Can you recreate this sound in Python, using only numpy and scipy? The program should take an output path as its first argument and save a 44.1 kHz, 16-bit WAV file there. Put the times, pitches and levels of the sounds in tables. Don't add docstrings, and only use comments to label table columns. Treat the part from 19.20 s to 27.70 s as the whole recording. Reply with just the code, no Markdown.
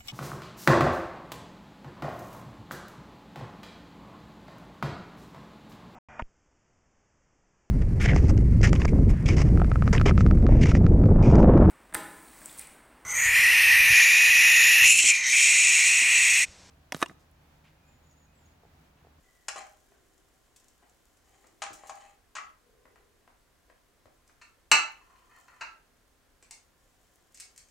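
import sys
import numpy as np
from scipy import signal
from scipy.fft import rfft, irfft, next_fast_len
from scipy.io import wavfile
from scipy.ndimage import uniform_filter1d

SR = 44100
rng = np.random.default_rng(int(sys.argv[2]) if len(sys.argv) > 2 else 0)


def transcribe(signal):
    frames = np.atleast_2d(signal).T
    limited = np.clip(frames, -1, 1)
    pcm = np.round(limited * 32767).astype(np.int16)
    wavfile.write(sys.argv[1], SR, pcm)


N = 374982
TIME_S = np.arange(N) / SR
RING_TIME_S = np.arange(int(.7 * SR)) / SR


# start in seconds, clack, pan ring and tongs ring in dB, low-pass in Hz, clack t60 in seconds.
TONG_HITS = [(0.283, -29, -42.5, -40, 14000, 0.047), (0.3595, -43, -38, -60, 11000, 0.1),
             (0.405, -47.5, -47.5, -61, 9000, 0.14), (0.466, -57, -54.5, -72, 12000, .036),
             (2.4195, -31.5, -36.5, -43, 8900, 0.076), (2.437, -37.5, -51, -59, 7860, .025),
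             (2.462, -39, -47, -56, 2400, 0.032), (2.636, -66, -46, -71, 6000, .044),
             (2.695, -43, -37.5, -45, 10000, .08), (2.81, -57, -56, -70, 7100, .078),
             (3.152, -35.5, -53, -49, 6500, 0.15), (3.165, -36, -57, -40.5, 4500, .12),
             (3.184, -43, -53.5, -33.5, 2400, 0.14)]
# start in seconds, length in seconds, level in dB.
TONG_DRAGS = [(0.347, 0.045, -47), (2.047, 0.11, -70), (2.196, .07, -68), (2.543, .34, -59.5)]
# frequency in Hz, energy in dB, t60 in seconds.
SKILLET_MODES = [(615, -10.5, 0.27), (638, -9.5, 0.11), (692, -9, 0.083), (765, -1.5, 0.1),
                 (796.4, 1.5, 0.077), (1030, -8, 0.064), (1082, -6.5, 0.083), (1216, -10, .063),
                 (1606, -17.5, 0.12)]
TONG_MODES = [(1128, 3.5, 0.22), (1277, 6, 0.049), (1835, -5, .08), (1915, -2, .12), (2050, -2, 0.073),
              (2350, -9, .22), (2560, -11, 0.082), (2580, -19, .1), (6730, 9, 0.045), (7740, -14, .05)]
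# frequency in Hz, spectral density in dB.
PAN_CLACK_SPECTRUM = [(100, -38), (450, -17.5), (700, -6.5), (1150, 2), (2000, -1), (2750, -1.5),
                      (3600, -10), (4400, -8), (6100, -5), (7000, -1.5), (8200, -6), (10000, -12.5),
                      (11500, -22), (16000, -42)]

def tongs_in_skillet():
    hits = np.zeros(N)
    for start, clack_db, pan_db, tongs_db, corner_hz, t60 in TONG_HITS:
        blow = from_db(clack_db) * clack(PAN_CLACK_SPECTRUM, t60)
        blow += from_db(pan_db) * ring(SKILLET_MODES)
        blow += from_db(tongs_db) * ring(TONG_MODES)
        add(hits, start, cut(blow, corner_hz, "low"))
    body = ring(SKILLET_MODES) + from_db(1) * clack(PAN_CLACK_SPECTRUM, t60_s=.0087)
    slips = grains(per_s=1800, spread_db=3) * waver(rate_hz=27, depth_db=6.5)
    pressure = sum(swell(*drag, attack_s=.028, release_s=.23) for drag in TONG_DRAGS)
    return hits + pressure * rub(slips, body)


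# start in seconds, clack in dB, ring in dB, low-pass in Hz, clack rise in seconds.
PLATE_CONTACTS = [(5.213, -46.5, -68, 5000, 0.014), (5.515, -14, -10, 18000, 0.0019),
                  (5.5181, -15, -18.5, 16300, 0.00046), (5.528, -21.5, -27, 3510, .001),
                  (5.958, -60, -75, 3000, .001), (6.281, -48.5, -71.5, 1495, .0017),
                  (6.409, -31, -43.5, 2820, 0.0043), (6.418, -33.5, -52, 1900, .005)]
# frequency in Hz, energy in dB, t60 in seconds.
PLATE_MODES = [(900, -8, .16), (1141, -5, .15), (1206, -4.5, 0.1), (1331, -6, 0.085), (1459, -6, .12),
               (1580, -9.5, .08), (1782, -9, .15), (2042, -4.5, .11), (2445, -10.5, .08), (2587, -4.5, .12),
               (2640, 3, .07), (2730, -3, 0.12), (2800, -3.5, 0.11), (2890, -6, .2), (3875, -12.5, .12),
               (4156, -8.5, .17), (4274, -8.5, .17), (4400, -12.5, .08), (5280, -15, .1), (5950, -11, .09),
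               (6097, -10, .08), (6729, -18.5, .08), (7460, -14, .06), (7590, -0.5, .04),
               (9220, -16.5, .07), (9810, -19.5, .07), (11000, -23, .1), (12200, -26, .1)]
# frequency in Hz, spectral density in dB.
PLATE_CLACK_SPECTRUM = [(80, -35.5), (200, -20.5), (330, -17.5), (600, -12.5), (950, -2.5), (1400, 2),
                        (2000, -1), (2800, 1.5), (3350, -22.5), (4200, 2), (4900, -11.5), (6100, -5.5),
                        (7600, -9.5), (8500, -18.5), (16000, -37)]

def plate_on_counter():
    out = np.zeros(N)
    for start, clack_db, ring_db, corner_hz, rise_s in PLATE_CONTACTS:
        blow = from_db(clack_db) * clack(PLATE_CLACK_SPECTRUM, t60_s=.05, rise_s=rise_s)
        blow += from_db(ring_db) * ring(PLATE_MODES)
        add(out, start, cut(blow, corner_hz, "low", order=1))
    return out


# start in seconds, length in seconds, level in dB, power share of the high modes from 0 to 1.
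PLATE_PUSHES = [(5.76, .27, -67.5, .1), (6.08, 0.099, -64, .9), (6.267, .13, -65.5, 0.88)]
# frequency in Hz, energy in dB, t60 in seconds.
SLIDE_LOW_MODES = [(1060, 1.5, .06), (1130, -5, .05), (1640, -7, 0.015), (3010, -10, 0.028)]
SLIDE_HIGH_MODES = [(1180, -4, 0.015), (1340, -1, 0.036), (1810, 2, 0.021), (3120, -9, .025)]

def plate_sliding():
    slips = grains(per_s=1400, spread_db=2.5) * waver(rate_hz=27, depth_db=5.5)
    low = rub(slips, ring(SLIDE_LOW_MODES))
    high = rub(slips, ring(SLIDE_HIGH_MODES))
    grating = from_db(-6) * rub(slips, clack(PLATE_CLACK_SPECTRUM, t60_s=.045))
    out = np.zeros(N)
    for start, length, db, share in PLATE_PUSHES:
        singing = np.sqrt(1 - share) * low + np.sqrt(share) * high
        out += swell(start, length, db, attack_s=.035, release_s=.38) * (singing + grating)
    return out


# start in seconds, level in dB, low-pass in Hz, t60 in seconds.
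CLICK_HITS = [(5.076, -60.5, 12000, .024), (5.214, -55.5, 9000, .14), (7.225, -52, 9100, 0.039),
              (7.309, -40, 11000, 0.027), (8.144, -46.5, 11000, 0.065), (8.173, -49, 10000, .03),
              (8.199, -39, 10500, 0.028), (8.205, -43, 13100, .026), (8.361, -54.5, 13000, .017),
              (8.377, -45, 11500, 0.023), (8.485, -59.5, 9000, .05)]
# frequency in Hz, spectral density in dB.
CLICK_SPECTRUM = [(500, -46), (1500, -19), (2300, -9), (3400, -17.5), (4500, -10.5), (6600, -5),
                  (8500, -2.5), (9600, -13.5), (12000, -15), (16000, -19.5)]

def light_clicks():
    out = np.zeros(N)
    for start, db, corner_hz, t60 in CLICK_HITS:
        add(out, start, from_db(db) * cut(clack(CLICK_SPECTRUM, t60), corner_hz, "low"))
    return out


# start in seconds, length in seconds, level in dB.
HISS_SWELLS = [(0, .65, -76.5), (2.017, 0.22, -76), (4.87, .08, -81), (5.6, 0.84, -78.5),
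               (6.153, 0.069, -69), (7.55, .95, -77)]
# start in seconds, level in dB, t60 in seconds.
WET_SNAPS = [(0.936, -72, .01), (0.978, -67, .023), (1.361, -54.5, .06), (1.398, -63, .043),
             (1.443, -64.5, .018), (1.482, -60.5, .034), (1.695, -65, .022), (1.97, -67.5, 0.022),
             (2.268, -61.5, 0.027), (2.53, -46, 0.14), (2.552, -58, .03), (2.67, -50.5, 0.13),
             (2.754, -59, .026)]
# frequency in Hz, energy in dB, t60 in seconds.
PAN_SIMMER_MODES = [(540, -2, .15), (757, 0, .07), (3050, -9, .03)]
# frequency in Hz, spectral density in dB.
HISS_SPECTRUM = [(1500, -16), (3200, -7.5), (4200, -14.5), (5500, -4.5), (7200, 2), (9500, -8),
                 (16000, -16.5)]
CRACKLE_SPECTRUM = [(1000, -21), (3500, -9), (6500, 2), (11000, -3), (16000, -4.5)]
SNAP_SPECTRUM = [(600, -34), (2500, -4.5), (4500, -4.5), (7300, 6), (10000, -5.5), (16000, -13)]

def sizzle_and_rustle():
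    early_db, late_db, drop_s = -78, -87, 2.4
    steady = from_db(np.where(TIME_S < drop_s, early_db, late_db))
    swell_power = sum(swell(*row, attack_s=.049, release_s=.6) ** 2 for row in HISS_SWELLS)
    level = np.sqrt(steady ** 2 + swell_power)
    fizz = rms_one(grains(per_s=3000, spread_db=3))
    spits = grains(per_s=55, spread_db=3)
    hiss = from_db(-1.2) * rms_one(colour(fizz, HISS_SPECTRUM))
    crackle = from_db(-1.2) * rms_one(colour(spits, CRACKLE_SPECTRUM))
    pan_ring = from_db(-4) * rub(fizz, ring(PAN_SIMMER_MODES))
    out = level * (hiss + crackle + pan_ring)
    for start, db, t60 in WET_SNAPS:
        add(out, start, from_db(db) * clack(SNAP_SPECTRUM, t60))
    return out


# start in seconds, level in dB, high-pass in Hz, t60 in seconds.
KNOCK_HITS = [(0.719, -62.5, 500, .024), (1.624, -57.5, 300, .11), (2.241, -57.5, 300, .06),
              (2.505, -48, 130, .064), (3.654, -55.5, 500, 0.027), (3.757, -57.5, 500, 0.027),
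              (4.076, -56, 500, .02), (4.499, -56, 500, 0.023), (4.856, -54.5, 120, 0.021),
              (5.095, -60.5, 1000, 0.047), (7.225, -62, 500, 0.049), (7.309, -57, 399, 0.083)]
# frequency in Hz, spectral density in dB.
KNOCK_SPECTRUM = [(100, 2), (300, 0.5), (500, -2), (780, -1.5), (1200, -5.5), (1900, -8.5), (3000, -21),
                  (8000, -29.5), (16000, -42)]

def dull_knocks():
    out = np.zeros(N)
    for start, db, low_hz, t60 in KNOCK_HITS:
        knock = cut(clack(KNOCK_SPECTRUM, t60), low_hz, "high")
        add(out, start, from_db(db) * unit_energy(knock))
    return out


# start in seconds, length in seconds, level in dB, starting pitch in Hz, glide in Hz per second.
WHISTLE_GLIDES = [(0.028, .24, -75, 2023, -350), (0.62, .2, -78.5, 1698, -1200),
                  (2.848, 0.025, -63, 2600, 1), (5.86, 0.18, -70, 1100, -350),
                  (6.079, 0.072, -67, 1152, 899.5), (6.085, .1, -68.5, 1770, 600.5)]

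def faint_whistles():
    out = np.zeros(N)
    for start, length, db, hz, glide in WHISTLE_GLIDES:
        whistle = narrow_band(hz, half_width_hz=55, start_s=start, glide_hz_per_s=glide)
        out += swell(start, length, db, attack_s=.024, release_s=.07) * whistle
    return out


# start in seconds, length in seconds, level in dB, starting pitch in Hz.
HUM_SURGES = [(0.58, 0.41, -74.5, 385), (2.02, 0.23, -74, 360), (3.38, .42, -70.5, 475)]

def low_hum():
    out = from_db(-81) * narrow_band(hz=380, half_width_hz=80)
    for start, length, db, hz in HUM_SURGES:
        sinking = narrow_band(hz, half_width_hz=42, start_s=start, glide_hz_per_s=-85)
        out += swell(start, length, db, attack_s=.11, release_s=1.3) * sinking
    return out


# frequency in Hz, level in dB.
FAN_TONES = [(242.2, -87.5), (694.4, -89), (1044, -89), (1389, -90.5)]

def fan():
    tones = (np.sqrt(2) * from_db(db) * np.sin(2 * np.pi * hz * TIME_S) for hz, db in FAN_TONES)
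    return sum(tone * waver(rate_hz=3, depth_db=3.5) for tone in tones)


# frequency in Hz, spectral density in dB.
AIR_SPECTRUM = [(12, -32), (20, -4), (54, -4), (83, -9.5), (238, -18), (274, -13), (372, -18.5),
                (519, -15.5), (811, -20.5), (1070, -18), (1300, -21), (1720, -19.5), (2470, -25),
                (8400, -30), (15500, -36)]
# frequency in Hz, left-right correlation.
AIR_CORRELATION = [(30, .8), (120, .55), (400, 0.38), (1500, .45), (5000, 0.25), (12000, .9)]

def room_air():
    size = next_fast_len(N)
    white = irfft(stereo_noise_bins(size, AIR_CORRELATION), size)[:, :N]
    return from_db(-67) * rms_one(colour(white, AIR_SPECTRUM))


# frequency in Hz, t60 in seconds.
ROOM_DECAY = [(150, 0.21), (600, .38), (1500, .35), (4000, .32), (8000, .26), (14000, .2)]
# frequency in Hz, gain in dB.
ROOM_SPECTRUM = [(100, 2.5), (1000, 0), (3000, -1), (6000, -2.5), (9000, -3), (15000, -8)]
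# frequency in Hz, left-right correlation.
ROOM_CORRELATION = [(100, .6), (300, .45), (550, .05), (1100, 0.1), (2500, .25), (5000, .4), (10000, 0.36)]

def kitchen_tail(build_s=.004, smooth_hz=30):
    size = len(RING_TIME_S)
    hz = np.fft.rfftfreq(size, 1 / SR)
    noise_bins = stereo_noise_bins(size, ROOM_CORRELATION) * from_db(at_hz(ROOM_SPECTRUM, hz))
    edges_hz = np.geomspace(40, 20000, 13)
    tail = np.zeros((2, size))
    for low, high in zip(edges_hz, edges_hz[1:]):
        band = irfft(noise_bins * (hz >= low) * (hz < high), size)
        tail += band * fade(at_hz(ROOM_DECAY, np.sqrt(low * high)))
    build = 1 - np.exp(-RING_TIME_S / build_s)
    response = rfft(tail * build, 2 * size)
    power = np.mean(np.abs(response) ** 2, axis=0)
    bins = int(smooth_hz * 2 * size / SR)
    local, broad = (np.abs(uniform_filter1d(power, width)) + 1e-9 for width in (bins, 20 * bins))
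    even_tail = irfft(response * np.sqrt(broad / local), 2 * size)[:, :size]
    return unit_energy(even_tail * np.sqrt(build))


def ring(modes, scatter_db=1.8, radiate_hz=350):
    strengths = from_db(scatter_db * rng.standard_normal(len(modes))) * rng.choice([-1, 1], len(modes))
    motion = sum(strength * from_db(db) * unit_energy(np.sin(2 * np.pi * hz * RING_TIME_S) * fade(t60))
                 for strength, (hz, db, t60) in zip(strengths, modes))
    return unit_energy(cut(motion, radiate_hz, "high"))


def clack(spectrum, t60_s, rise_s=.00077):
    envelope = fade(t60_s) * (1 - np.exp(-RING_TIME_S / rise_s))
    return unit_energy(colour(rng.standard_normal(len(RING_TIME_S)), spectrum) * envelope)


def grains(per_s, spread_db):
    sizes = from_db(spread_db * np.minimum(rng.exponential(1, N), 5))
    return (rng.random(N) < per_s / SR) * sizes * rng.choice([-1, 1], N)


def rub(slips, body):
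    return rms_one(signal.oaconvolve(slips, body)[:N])


def waver(rate_hz, depth_db):
    drift = rms_one(cut(rng.standard_normal(N), rate_hz, "low"))
    return from_db(depth_db * np.tanh(drift))


def swell(start_s, length_s, db, attack_s, release_s):
    t = TIME_S - start_s
    dying = np.clip(t - length_s, 0, 3 * release_s) / release_s
    return from_db(db) * np.clip(t / attack_s, 0, 1) * np.exp(-np.log(1000) * dying)


def narrow_band(hz, half_width_hz, start_s=0, glide_hz_per_s=0):
    wander = cut(rng.standard_normal((2, N)), half_width_hz, "low")
    phase = 2 * np.pi * np.cumsum(hz + glide_hz_per_s * (TIME_S - start_s)) / SR
    return rms_one(wander[0] * np.cos(phase) + wander[1] * np.sin(phase))


def stereo_noise_bins(size, correlation):
    mid, side = rfft(rng.standard_normal((2, size)))
    alike = at_hz(correlation, np.fft.rfftfreq(size, 1 / SR))
    return np.array([np.sqrt(1 + alike) * mid + sign * np.sqrt(1 - alike) * side for sign in (1, -1)])


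def from_db(db):
    return 10 ** (np.asarray(db) / 20)


def rms_one(x):
    return x / np.sqrt(np.mean(x ** 2) + 1e-30)


def unit_energy(x):
    return x / np.sqrt(np.sum(x ** 2, axis=-1, keepdims=True) + 1e-30)


def at_hz(points, hz):
    points_hz, values = np.transpose(points)
    return np.interp(np.log(hz + 1e-3), np.log(points_hz), values)


def colour(x, spectrum):
    size = next_fast_len(x.shape[-1])
    gain = from_db(at_hz(spectrum, np.fft.rfftfreq(size, 1 / SR)))
    return irfft(rfft(x, size) * gain, size)[..., :x.shape[-1]]


def cut(x, hz, kind, order=2):
    return signal.sosfilt(signal.butter(order, hz, kind, fs=SR, output="sos"), x)


def fade(t60_s):
    return np.exp(-np.log(1000) * RING_TIME_S / t60_s) + 1e-15


def add(track, start_s, blow):
    at = round(start_s * SR)
    track[at:at + len(blow)] += np.sqrt(.01 * SR) * blow[:N - at]


def balance(left_db):
    return from_db([[left_db / 2], [-left_db / 2]])


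def place(x, tail, wet_db, left_db):
    wet = from_db(wet_db)
    reflections = signal.oaconvolve(x[None], tail, axes=1)[:, :N]
    return (x * balance(left_db) + wet * reflections) / np.sqrt(1 + 2 * wet ** 2)


def scene():
    tail = kitchen_tail()
    tongs = place(tongs_in_skillet(), tail, wet_db=-6, left_db=3) * balance(.8)
    plate = place(plate_on_counter() + plate_sliding(), tail, wet_db=-3, left_db=3.5) * balance(-1.4)
    clicks = place(light_clicks(), tail, wet_db=.5, left_db=1)
    knocks = place(dull_knocks(), tail, wet_db=-2.5, left_db=4.5)
    hiss = place(sizzle_and_rustle(), tail, wet_db=-4.5, left_db=3.5)
    hum = place(low_hum(), tail, wet_db=-4.5, left_db=.54)
    whistles = place(faint_whistles(), tail, wet_db=-5.5, left_db=1.5)
    return tongs + plate + clicks + knocks + hiss + hum + whistles + fan() + room_air()


def record(dry):
    ceiling, cutoff_hz = 1.2, 15800
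    rounded = ceiling * np.tanh(dry / ceiling)
    return signal.sosfilt(signal.ellip(10, .2, 70, cutoff_hz, fs=SR, output="sos"), rounded)


dry = scene()
out = record(dry)
transcribe(out)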